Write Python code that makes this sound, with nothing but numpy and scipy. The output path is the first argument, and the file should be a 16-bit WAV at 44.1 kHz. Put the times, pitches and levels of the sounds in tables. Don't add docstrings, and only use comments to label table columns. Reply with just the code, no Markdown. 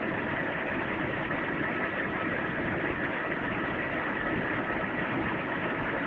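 import sys
import numpy as np
from scipy import signal
from scipy.fft import rfft, irfft, next_fast_len
from scipy.io import wavfile
from scipy.ndimage import uniform_filter1d, map_coordinates

SR = 44100
rng = np.random.default_rng(int(sys.argv[2]) if len(sys.argv) > 2 else 0)


def unload_audio(sound):
    columns = np.transpose(np.atleast_2d(sound))
    steps = np.round(np.clip(columns, -1, 1) * 32767)
    wavfile.write(sys.argv[1], SR, steps.astype(np.int16))


N = 267246

# (time [s], blade passing rate [Hz])
BLADE_RATE = [(0, 325.8), (1, 325.0), (2.4, 323.6), (4, 322.85), (6.06, 322.8)]
# (time [s], 2nd harmonic [dB], 4th [dB], 6th [dB])
CHANGING_TONES = [(0, -44, -51, -51), (.55, -50.5, -57, -47), (.95, -57, -54.5, -51.5),
                  (1.8, -53, -46.5, -43.5), (2.6, -58, -49.5, -46.5), (3.55, -51.5, -49, -49.5),
                  (4.0, -51.5, -49, -45.5), (4.75, -53, -42.5, -45.5), (5.2, -52.5, -50, -53),
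                  (6.06, -46.5, -46, -49)]
# (harmonic number, level [dB])
STEADY_TONES = [(1, -49.5), (3, -58), (8, -69)]
# (frequency [Hz], relative level [dB])
TUBE_SPECTRUM = [(8, -37), (24, -14), (50, -10.5), (85, -8), (125, -2), (185, 0), (225, -1.5), (290, -9),
                 (600, -72)]
# (frequency [Hz], relative level [dB])
HOUSING_SPECTRUM = [(130, -31.5), (225, -4.5), (285, 3.5), (335, 3.5), (390, -1), (450, -6), (900, -72)]
# (frequency [Hz], relative level [dB])
OUTLET_SPECTRUM = [(250, -31), (440, -4.5), (545, 2.5), (590, 0.5), (650, 1), (790, -4.5), (950, -1.5),
                   (1080, -5), (1400, -3.5), (1700, -13), (3000, -64.5)]
# (frequency [Hz], relative level [dB])
IMPELLER_SPECTRUM = [(1100, -47.5), (1540, -5.5), (1680, 4), (1800, 4), (1950, 3), (2060, -11), (2500, -60)]
# (frequency [Hz], relative level [dB])
INTAKE_SPECTRUM = [(800, -34), (1500, -3.5), (2120, 0), (2400, -4), (2600, -4), (2950, -10.5),
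                   (3300, -15.5), (3900, -31), (4300, -38), (5300, -53), (7000, -85)]
# (frequency [Hz], relative level [dB])
HISS_SPECTRUM = [(3000, -10), (4500, 1), (5300, -1.5), (6200, .5), (6900, -3.5), (7400, -13)]
# (centre time [s], length [s], level change [dB])
ROAR_SWELLS = [(0.213, 0.17, 1.5), (0.587, .25, -3), (1.11, 0.077, 3.5), (1.936, 0.11, -4.5),
               (2.76, 0.26, 2.5), (3.19, 0.14, -5), (3.54, 0.13, 1.5), (4.032, 0.27, -3.5), (4.37, 0.11, 4),
               (5.22, 0.21, 4.3)]
# (centre time [s], length [s], level change [dB])
OUTLET_WHOOSHES = [(.3, 0.13, 1), (2.04, 0.085, 0.5), (2.72, 0.083, 2), (3.22, 0.084, 1), (4.05, 0.1, 2.5),
                   (4.8, 0.38, 1.5), (5.15, 0.043, 5)]

TUBE_DB, HOUSING_DB, OUTLET_DB, IMPELLER_DB, INTAKE_DB, HISS_DB = -40, -37.5, -37, -38.5, -40, -78.5


def amp(db):
    return 10 ** (np.asarray(db) / 20)


def unit(x):
    return x / np.sqrt(np.mean(x ** 2) + 1e-20)


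def along(points, hz):
    f, v = np.transpose(points)
    return np.interp(np.log(hz + 1), np.log(f + 1), v)


def curves(rows):
    times, *columns = np.transpose(rows)
    return [np.interp(np.arange(N) / SR, times, column) for column in columns]


def wobble(rate):
    return map_coordinates(rng.standard_normal(size=2048), [np.arange(N) * rate / SR], mode="wrap")


def swells(rows):
    t = np.arange(N) / SR
    return sum(db * np.exp(-(2 * (t - centre) / length) ** 2) for centre, length, db in rows)


def filtered(x, response):
    size = next_fast_len(N + SR // 2)
    return irfft(rfft(x, size) * response(np.fft.rfftfreq(size, 1 / SR)), size)[:N]


def turbulence(spectrum, eddy_db, eddy_hz, eddy_s):
    hz, t, patches = signal.stft(rng.standard_normal(N), SR, nperseg=512)
    blur = lambda axis, width: np.exp(-2 * ((axis[:, None] - axis) / width) ** 2)
    eddies = unit(blur(hz, eddy_hz) @ rng.standard_normal(patches.shape) @ blur(t, eddy_s))
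    air = signal.istft(patches * amp(eddy_db * eddies), SR, nperseg=512)[1][:N]
    air = filtered(air, lambda f: amp(along(spectrum, f)))
    power = uniform_filter1d(uniform_filter1d(air ** 2, size=SR // 5), size=SR // 8)
    return air / np.sqrt(np.abs(power) + 1e-20)


def tube_rumble():
    level_db = TUBE_DB + swells(ROAR_SWELLS) + 0.67 * wobble(rate=18)
    return amp(level_db) * turbulence(TUBE_SPECTRUM, eddy_db=2.5, eddy_hz=120, eddy_s=0.029)


def housing_drone(swell_share=0.9):
    level_db = HOUSING_DB + swell_share * swells(ROAR_SWELLS) + wobble(rate=20)
    return amp(level_db) * turbulence(HOUSING_SPECTRUM, eddy_db=2.8, eddy_hz=90, eddy_s=0.034)


def outlet_rush(rise_from_s=5, rise_db_per_s=1.5):
    rise_db = rise_db_per_s * np.maximum(np.arange(N) / SR - rise_from_s, 0)
    level_db = OUTLET_DB + rise_db + swells(OUTLET_WHOOSHES)
    return amp(level_db) * turbulence(OUTLET_SPECTRUM, eddy_db=2.0, eddy_hz=260, eddy_s=0.022)


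def impeller_whistle(follow_share=0.28):
    sixth_db = curves(CHANGING_TONES)[-1]
    level_db = IMPELLER_DB + follow_share * (sixth_db - sixth_db.mean()) + 0.4 * wobble(rate=14)
    return amp(level_db) * turbulence(IMPELLER_SPECTRUM, eddy_db=4.0, eddy_hz=170, eddy_s=0.018)


def intake_rush():
    return amp(INTAKE_DB) * turbulence(INTAKE_SPECTRUM, eddy_db=2.5, eddy_hz=325, eddy_s=0.016)


def air_hiss():
    return amp(HISS_DB) * turbulence(HISS_SPECTRUM, eddy_db=1.9, eddy_hz=1200, eddy_s=0.03)


def blade_whine(flutter_db=5.1, jitter_rad=0.67):
    phase = 2 * np.pi * np.cumsum(curves(BLADE_RATE)[0]) / SR
    changing = zip((2, 4, 6), curves(CHANGING_TONES))
    whine = np.zeros(N)
    for harmonic, level_db in [*changing, *STEADY_TONES]:
        flutter = amp(flutter_db * wobble(rate=22))
        tone = np.sin(harmonic * phase + jitter_rad * wobble(rate=24))
        whine += amp(level_db) * unit(flutter * tone)
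    return whine


def scene(surge_db=0.64, shudder_db=0.74):
    low_roar = tube_rumble() + housing_drone()
    rush = outlet_rush() + impeller_whistle() + intake_rush() + air_hiss()
    shake = amp(surge_db * wobble(rate=36) + shudder_db * wobble(rate=260))
    return (low_roar + shake * rush + blade_whine())[None]


def record(dry, top_hz=7400):
    return np.array([filtered(channel, lambda hz: hz < top_hz) for channel in dry])


dry = scene()
out = record(dry)
unload_audio(out)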